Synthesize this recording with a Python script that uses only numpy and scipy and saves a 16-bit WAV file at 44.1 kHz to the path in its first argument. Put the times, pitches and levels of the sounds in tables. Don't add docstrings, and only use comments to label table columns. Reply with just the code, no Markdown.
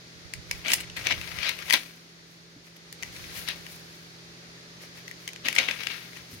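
import sys
import numpy as np
from scipy import signal
from scipy.fft import rfft, irfft
from scipy.io import wavfile
from scipy.ndimage import uniform_filter1d

SR = 44100
rng = np.random.default_rng(int(sys.argv[2]) if len(sys.argv) > 2 else 0)


def dump(signal):
    limited = np.clip(np.atleast_2d(signal).T, -1, 1)
    pcm = np.round(limited * 32767).astype(np.int16)
    wavfile.write(sys.argv[1], SR, pcm)


N = 282240
T = np.arange(N) / SR


# pitch_hz, relative_db
HISS = [(35, -43), (58, -14), (150, -12.5), (260, -11.5), (400, -13.5), (560, -15), (950, -19.5),
        (2000, -14), (2900, -18.5), (4400, -14), (6600, -20.5), (7700, -31.5), (9500, -31), (16000, -41.5)]
# pitch_hz, side_db
HISS_SIDE = [(60, 6), (110, 5), (200, 1.5), (380, -2), (700, -1.5), (1290, 3.5), (2380, 3), (4400, 0.0),
             (8120, -4), (15000, -3)]
# pitch_hz, likeness (1 = same, 0 = unrelated, negative = opposed)
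HISS_LIKENESS = [(60, 1), (130, 0.91), (400, 0.6), (700, -0.08), (1400, -0.3), (3100, -0.086),
                 (7000, 0.022)]
# time_s, level_db
HISS_LEVEL = [(0, -47.5), (0.6, -46), (1.6, -45), (1.9, -50), (2.7, -51.5), (3.3, -42), (4.0, -47),
              (5.4, -46), (5.8, -45.5), (6.4, -46.5)]
# pitch_hz (at speed 1), level_db
FAN_LINES = [(59, -90), (166.6, -58.5), (333, -70.5), (356, -73.5), (398, -70.5), (436, -73), (592, -77.5)]
# time_s, speed_factor
FAN_SPEED = [(0, 1.006), (1.2, 1.023), (2.3, 1), (3.3, 1.014), (3.8, 1), (4.3, 1.01), (5.3, 1.02),
             (6.4, 1.02)]
# time_s, gain_db
FAN_LEVEL = [(0, 1), (0.7, 5.5), (1.4, 4), (2.1, 0), (2.8, 1), (3.5, 4.5), (4.4, 3), (6.4, 1.5)]
# time_s, level_db
DRONE_LEVEL = [(0, -60.5), (1.6, -69), (2.8, -69.5), (3.7, -64.5), (4.3, -62), (5.6, -59.5), (6.4, -59.5)]
DRONE_HZ = 125.3
# pitch_hz, t60_s (time to fall 60 dB)
ROOM = [(150, 0.91), (1000, 0.1), (4000, 0.19), (9000, 0.21), (16000, 0.16)]
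# time_s, level_db
DRAUGHT = [
    [(0.1, -72), (0.256, -47.5), (0.31, -65), (0.388, -46.5), (0.42, -56.5), (1.198, -47.5), (1.294, -57),
     (1.344, -48), (1.414, -49), (1.45, -62), (1.69, -62), (1.75, -73)],
    [(2.9, -65), (2.954, -66), (2.996, -70.5), (3.06, -52), (3.326, -58), (3.346, -68), (3.4, -47),
     (3.462, -60), (3.698, -64), (3.732, -53), (3.81, -74), (3.85, -63)],
]
# start_s, level_db, pitch_hz, t60_s
THUMPS = [(.38, -45, 85, .09), (1.008, -32, 118, .084), (1.185, -41, 112, .09), (1.738, -37, 310, 0.049),
          (1.738, -25, 947, 0.05), (2.562, -40, 122, 0.065), (2.561, -37.5, 285, 0.035),
          (5.687, -28.5, 473, 0.025), (6.324, -37.5, 99, .18), (6.329, -41, 250, .08)]
# pitch_hz, relative_db
RUSTLE = [(100, -17.5), (250, -14), (500, -6.5), (750, -11), (950, -12), (1250, -10.5), (1650, -9),
          (2200, -4.5), (3000, -8.5), (4200, -9.5), (6000, -6.5), (7600, -20.5), (16000, -45)]
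# pitch_hz, relative_db
SLIDE = [(500, -47), (2500, -13), (5000, -6.5), (6500, -2), (7700, -8), (9000, -6.5), (11000, -7),
         (13500, -8), (16000, -11)]
# pitch_hz, relative_db
SNAP = [(120, -21), (400, -7), (700, -14), (950, -7.5), (1300, -18.5), (1850, -3), (2400, -1.5), (3400, -5),
        (4800, -7), (6200, 1.5), (7600, -12.5), (16000, -38)]
# pitch_hz, relative_db
CRACK = [(2000, -32), (5000, 12), (6300, 4), (7600, 5), (8800, 5.5), (11500, 1), (16000, -3.5)]
# pitch_hz, relative_db
FLAP = [(110, -16.5), (260, 2), (420, -4.5), (600, 4.5), (930, -5), (1400, -6), (4000, -28)]
# pitch_hz, side_db
PAPER_SIDE = [(200, -11.5), (600, -11), (1000, -3), (1500, 5), (2200, 8.5), (3200, 0), (4200, -3),
              (6000, -15.5), (7600, -15.5), (10000, -5.5), (15000, -6.5)]
# peak_s, rise_s, fall_s, body_db
LANDINGS = [(1.486, 0.07, 0.029, -24.5), (1.742, 0.0096, .017, -16), (3.492, 0.015, 0.029, -27.5),
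            (5.808, 0.0052, .014, -29), (5.912, 0.0099, 0.036, -31)]
# peak_s, rise_s, fall_s, body_db, hiss_db
TUGS = [(.673, 0.022, 0.018, -28, -41), (.726, 0.032, 0.019, -26.5, -28),
        (.808, 0.0061, 0.0057, -31.5, -30), (.972, 0.0094, 0.028, -32, -40.5),
        (1.068, 0.014, .022, -27, -46), (1.116, 0.015, 0.012, -22, -43), (5.46, 0.012, 0.031, -26.5, -40.5),
        (5.555, 0.0054, .008, -34, -28), (5.595, 0.019, 0.054, -24, -41), (5.685, 0.0053, 0.03, -30, -44)]
# peak_s, length_s (fall time), hiss_db, rustle_db (sheet under them)
RUBS = [(0.566, 0.083, -49.5, -44.5), (0.787, 0.07, -55, -38), (1.608, .02, -51, -33),
        (1.73, 0.092, -37, -33.5), (2.32, 0.064, -60, -70), (2.67, 0.037, -57, -54),
        (2.767, 0.007, -50.5, -50), (3.068, 0.074, -52.5, -46.5), (3.166, 0.028, -48, -45),
        (3.382, 0.049, -34, -38.5), (3.73, 0.061, -43.5, -51.5), (3.967, 0.14, -55, -57),
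        (4.832, 0.034, -49, -46.5), (4.98, 0.029, -49, -45.5), (5.09, .04, -54, -56),
        (5.236, .05, -53.5, -55), (6.175, .05, -50, -43), (6.334, 0.045, -45, -54)]
RUB_RISE_SHARE = 0.85
# lifted_s, laid_down_s, flexing_rustle_db, sliding_hiss_db
TURNS = [(0.958, 1.48, -36.5, -43.5), (3.117, 3.483, -46, -46), (5.444, 5.939, -37.5, -44.5)]
# time_s, level_db, treble_db (relative to level_db), ring_hz
SNAPS = [(0.3367, -25.5, -5.5, 2140), (0.5117, -16.5, -12, 2240), (.6818, -18.5, -15, 2320),
         (.7023, -20, -11, 2600), (0.7174, -13, -16, 2460), (0.734, -10.5, -6, 2880),
         (0.7382, -18.5, 3, 2730), (0.8988, -29, -33, 2900), (1.069, -14, -17.5, 2330),
         (1.11, -19, -26, 2350), (1.1227, -16.5, -32, 2870), (1.2133, -24, -14, 2700),
         (1.387, -21, -28, 2020), (1.4301, -20.5, -22, 2370), (1.4913, -13.5, -10, 3560),
         (1.5885, -27, -10, 2600), (1.699, -15.5, -9, 2070), (1.7066, -10, -15, 1965),
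         (1.725, -12, -4, 2420), (1.7343, -10, -5, 2080), (1.7385, -9, -10, 3380),
         (2.9262, -32, -2.5, 1860), (3.0254, -27, -11, 2380), (3.0323, -23.5, -17, 1970),
         (3.241, -34, -22, 2100), (3.4765, -26, -23, 3300), (3.4865, -18, -6.5, 3170),
         (3.6652, -31, -10, 3380), (5.0794, -29.5, -18, 2080), (5.112, -31, -12.5, 1840),
         (5.2769, -21.5, -10.5, 2110), (5.2886, -31.5, -8, 2330), (5.3324, -32.5, -9, 2470),
         (5.3606, -30.5, -18, 1930), (5.4843, -13.5, -11, 2630), (5.527, -22, -9.5, 2400),
         (5.5623, -15.5, -24, 2130), (5.5844, -6, -22, 2305), (5.5877, -11, -29, 2190),
         (5.6865, -20.5, -28, 2130), (5.7109, -15, -35, 2440), (5.8338, -22.5, -13, 2090),
         (5.8691, -14.5, -24, 2847), (6.132, -35, -20, 1903), (6.17, -34, -22, 1880)]

LIFT_S, CROSS_S, RETURN_S = 0.013, 0.4, 0.6
RUSTLE_SWELL_DB, HISS_SWELL_DB = 3.5, 3.5
SETTLE_DB_PER_S, HISS_FADE_DB_PER_S = 80, 45
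CORNER_SIDE_DB, RUSTLE_SWING_DB, SNAP_SWING_DB = 8, 9, 15.5
CREASE_DB, CREASE_SPREAD_DB, CREASE_TREBLE_DB, CREASE_HZ = 6.5, 3, -13, 2250
SNAP_T60_S, USUAL_SNAP_DB, SNAP_DOUBLING_DB = 0.014, -20, 44.5
EDGE_HZ = 16100


def from_db(db):
    return 10 ** (np.asarray(db) / 20)


def unit(x):
    return x / np.sqrt(np.mean(x ** 2) + 1e-20)


def at_hz(points, hz):
    f, value = np.transpose(points)
    return np.interp(np.log(hz + 1), np.log(f), value)


def level_curve(s, db):
    inside = 1.0 * ((T >= s[0]) & (T <= s[-1]))
    return from_db(np.interp(T, s, db)) * uniform_filter1d(inside, size=1500)


def sides(db):
    gains = np.array([from_db(db / 2), from_db(-db / 2)]).reshape(2, -1)
    return gains / np.sqrt(np.mean(gains ** 2, axis=0))


def add(mix, s, sound):
    part = mix[:, max(round(s * SR), 0):][:, :sound.shape[1]]
    part += sound[:, :part.shape[1]]


def colour(x, spectrum, side=None, size=2048):
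    hz = np.abs(np.fft.fftfreq(size, 1 / SR))
    gain = from_db(at_hz(spectrum, hz)) * sides(at_hz(side, hz) if side else 0 * hz)
    response = np.exp(np.conj(signal.hilbert(np.log(gain), axis=1)))
    taps = np.fft.ifft(response, axis=1).real
    taps /= np.sqrt(np.sum(taps ** 2) / 2)
    return signal.oaconvolve(x, taps, axes=1)[:, :N]


def pair(a, b, likeness):
    c = np.clip(likeness, -1, 1)
    return np.array([a, c * a + np.sqrt(1 - c ** 2) * b])


def wander(rate_hz):
    hz = np.fft.rfftfreq(N, 1 / SR)
    slow = rfft(rng.standard_normal(N)) / (1 + (hz / rate_hz) ** 4)
    return unit(irfft(slow, N))


def swell(s, rise, fall):
    before, after = np.minimum(T - s, 0), np.maximum(T - s, 0)
    return np.exp(-(before / rise) ** 2 - after / fall)


def travel(t):
    place = 0
    for lift, land, _, _ in TURNS:
        crossing = np.clip((t - lift) / CROSS_S, 0, 1)
        returning = np.clip(1 - (t - land) / RETURN_S, 0, 1)
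        place = place + crossing * returning
    return place


def crackle(per_s, spread_db, grain_s, smooth, likeness):
    sizes = from_db(spread_db * np.minimum(rng.exponential(1, N), 4)) ** 2
    slips = (rng.random(N) < per_s / SR) * sizes
    power = signal.lfilter([1], [1, -np.exp(-1 / (grain_s * SR))], slips)
    power = power / power.mean() + smooth
    power /= uniform_filter1d(power, size=2200)
    return np.sqrt(power) * pair(*rng.standard_normal((2, N)), likeness)


def restless(x, depth_db, patch_hz, patch_s):
    z = signal.stft(x, SR, nperseg=512, noverlap=384)[2]
    hz = np.fft.fftfreq(z.shape[1], SR / 512)[:, None]
    t = np.fft.fftfreq(z.shape[2], 128 / SR)
    blur = np.exp(-(hz * patch_hz) ** 2 - (t * patch_s) ** 2)
    patches = np.fft.ifft2(np.fft.fft2(rng.standard_normal(z.shape[1:])) * blur).real
    gain = unit(from_db(depth_db * unit(patches)))
    return signal.istft(z * gain, SR, nperseg=512, noverlap=384)[1][:, :N]


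def background(hiss_db=-2):
    hz = np.fft.rfftfreq(N, 1 / SR)
    noise = rfft(rng.standard_normal((2, N)))
    air = irfft(pair(*noise, at_hz(HISS_LIKENESS, hz)), N)
    return colour(air, HISS, HISS_SIDE) * from_db(hiss_db + np.interp(T, *np.transpose(HISS_LEVEL)))


def hum(waver=0.0024, side_db=-3):
    speed = np.interp(T, *np.transpose(FAN_SPEED)) + waver * wander(11.5)
    turned = np.cumsum(speed) / SR
    fan = sum(from_db(db) * np.sin(2 * np.pi * hz * turned) for hz, db in FAN_LINES)
    drone = np.sin(2 * np.pi * DRONE_HZ * np.cumsum(1 + waver * wander(6.9)) / SR)
    fan_gain = from_db(np.interp(T, *np.transpose(FAN_LEVEL)))
    drone_gain = from_db(np.interp(T, *np.transpose(DRONE_LEVEL)))
    return np.sqrt(2) * sides(side_db) * (fan_gain * fan + drone_gain * drone)


def room(x, near_db=-13, near_s=0.014, tail_db=-15):
    t = np.arange(SR // 2) / SR
    shape = (2, 2, len(t))
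    near, far = rng.standard_normal(shape) * (rng.random(shape) < 3000 / SR)
    near = near * (t > 0.002) * np.exp(-t / near_s)
    hz, when, z = signal.stft(far * (t > 0.008), SR, nperseg=256)
    decay = from_db(-60 * when / at_hz(ROOM, hz)[:, None])
    far = signal.istft(z * decay, SR, nperseg=256)[1][:, :len(t)]
    echoes = (from_db(near_db) * unit(near) + from_db(tail_db) * unit(far)) / np.sqrt(len(t))
    sent = 1.01 * x + 0.55 * x[::-1]
    return x + signal.fftconvolve(sent, echoes, axes=1)[:, :N]


def close_ports(x, corner_hz=650, share=0.78):
    lowpass = signal.butter(2, corner_hz, fs=SR, output="sos")
    low_side = signal.sosfiltfilt(lowpass, (x - x[::-1]) / 2)
    return x - share * low_side


def draught(db=2, side_db=-15, low_hz=48, high_hz=135, gust_db=3.0, gusts_hz=9):
    band = signal.butter(3, [low_hz, high_hz], "band", fs=SR, output="sos")
    eddies = signal.sosfilt(band, rng.standard_normal((2, N)))
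    eddies /= np.sqrt(uniform_filter1d(eddies ** 2, size=3000, axis=1) + 1e-12)
    gusts = from_db(db + gust_db * wander(gusts_hz))
    sweeps = sum(level_curve(*np.transpose(rows)) for rows in DRAUGHT)
    return gusts * sides(side_db) * eddies * sweeps


def thumps(rise_cycles=0.63, side_db=-3):
    out, t = np.zeros((2, N)), np.arange(SR // 4) / SR
    for s, db, hz, t60 in THUMPS:
        onset = 1 - np.exp(-(t * hz / rise_cycles) ** 2)
        note = from_db(db - 60 * t / t60) * onset * np.sin(2 * np.pi * hz * t)
        add(out, s, sides(side_db) * note)
    return out


def scuffs(rows, centre_hz, broad_share, flap_db, swing_db, spread_db, hiss_side_db=4, flap_side_db=2,
           sharpness=1.31, flap_likeness=0.94):
    grain = crackle(per_s=1000, spread_db=spread_db, grain_s=0.0008, smooth=0.5, likeness=0.2)
    grain = restless(grain, depth_db=2, patch_hz=700, patch_s=0.02)
    force, drag = np.zeros((2, N))
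    for s, rise, fall, db, hiss_db in rows:
        stroke = swell(s, rise, fall)
        force += from_db(db) * stroke
        drag += from_db(hiss_db) * stroke
    tuned = signal.lfilter(*signal.iirpeak(centre_hz, sharpness, SR), grain)
    body = sides(CORNER_SIDE_DB + swing_db * travel(T)) * force * (tuned + broad_share * grain)
    hiss = sides(hiss_side_db) * drag * grain
    flap_noise = pair(*rng.standard_normal((2, N)), flap_likeness)
    flap = from_db(flap_db) * force * sides(flap_side_db) * flap_noise
    return colour(body, RUSTLE, PAPER_SIDE) + colour(hiss, CRACK, PAPER_SIDE) + colour(flap, FLAP, PAPER_SIDE)


def landings(hiss_db=-25):
    rows = [(s, rise, fall, db, db + hiss_db) for s, rise, fall, db in LANDINGS]
    return scuffs(rows, centre_hz=3920, broad_share=0.38, flap_db=-24.5, swing_db=7.5, spread_db=0.0)


def tugs():
    return scuffs(TUGS, centre_hz=2850, broad_share=0.43, flap_db=-16.5, swing_db=4, spread_db=3.0)


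def turning(rustle_db=-1, slide_db=0):
    flex, slide = np.zeros((2, N))
    for lift, land, flex_db, hiss_db in TURNS:
        moving = np.clip((T - lift) / LIFT_S, 0, 1)
        to_go = np.clip((land - T) / (land - lift), 0, 1)
        since = np.maximum(T - land, 0)
        flex += moving * from_db(flex_db - RUSTLE_SWELL_DB * to_go - SETTLE_DB_PER_S * since)
        slide += moving * from_db(hiss_db - HISS_SWELL_DB * to_go - HISS_FADE_DB_PER_S * since)
    for s, length, hiss_db, flex_db in RUBS:
        stroke = swell(s, RUB_RISE_SHARE * length, length)
        flex = np.hypot(flex, from_db(flex_db) * stroke)
        slide = np.hypot(slide, from_db(hiss_db) * stroke)
    place = sides(CORNER_SIDE_DB + RUSTLE_SWING_DB * travel(T))
    fibres = crackle(per_s=600, spread_db=5.5, grain_s=0.0045, smooth=0.33, likeness=0.07)
    flex = place * flex * restless(fibres, depth_db=1.8, patch_hz=700, patch_s=0.012)
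    rub = crackle(per_s=2600, spread_db=4.5, grain_s=0.0013, smooth=0.57, likeness=0.09)
    slide = place * slide * rub
    rustle = from_db(rustle_db) * colour(flex, RUSTLE, PAPER_SIDE)
    return rustle + from_db(slide_db) * colour(slide, SLIDE, PAPER_SIDE)


def creases(count=7):
    rows = []
    for lift, land, rustle_db, _ in TURNS:
        for when, size, pitch in rng.random((count, 3)):
            s = lift + when * (land - lift)
            db = rustle_db + CREASE_DB + CREASE_SPREAD_DB * (2 * size - 1)
            rows.append((s, db, CREASE_TREBLE_DB, CREASE_HZ * 2 ** (pitch - 0.5)))
    return rows


def snaps(body_db=-3.5, crack_db=4, ring_share=0.24, ring_life=0.82, rise_share=0.1, crack_life=0.88,
          likeness=0.09):
    body, crack, t = np.zeros((2, N)), np.zeros((2, N)), np.arange(3000) / SR
    for s, db, treble_db, hz in SNAPS + creases():
        a, b, c, d = rng.standard_normal((4, len(t)))
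        life = SNAP_T60_S * 2 ** ((db - USUAL_SNAP_DB) / SNAP_DOUBLING_DB)
        rise = rise_share * life
        shape = (1 - np.exp(-(t / rise) ** 2)) * np.exp(-np.log(1000) * t / life)
        shape /= shape.max()
        run = unit(pair(a, b, likeness) * shape)
        tone = np.sin(2 * np.pi * (hz * t + rng.random((2, 1))))
        ring = unit(tone * shape ** (1 / ring_life))
        place = sides(CORNER_SIDE_DB + SNAP_SWING_DB * travel(s))
        size = from_db(db) * place * np.sqrt(np.mean(shape ** 2))
        add(body, s - rise / 2, size * (run + ring_share * ring))
        sharp = unit(pair(c, d, likeness) * shape ** (1 / crack_life))
        add(crack, s - rise / 2, size * from_db(treble_db) * sharp)
    low = from_db(body_db) * colour(body, SNAP, PAPER_SIDE)
    return low + from_db(crack_db) * colour(crack, CRACK, PAPER_SIDE)


def scene():
    paper = room(snaps() + turning() + tugs() + landings() + thumps())
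    return close_ports(paper) + draught() + background() + hum()


def record(dry):
    lowpass = signal.firwin(511, EDGE_HZ, window=("kaiser", 9), fs=SR)
    return signal.oaconvolve(np.tanh(dry), lowpass[None], "same")


dry = scene()
out = record(dry)
dump(out)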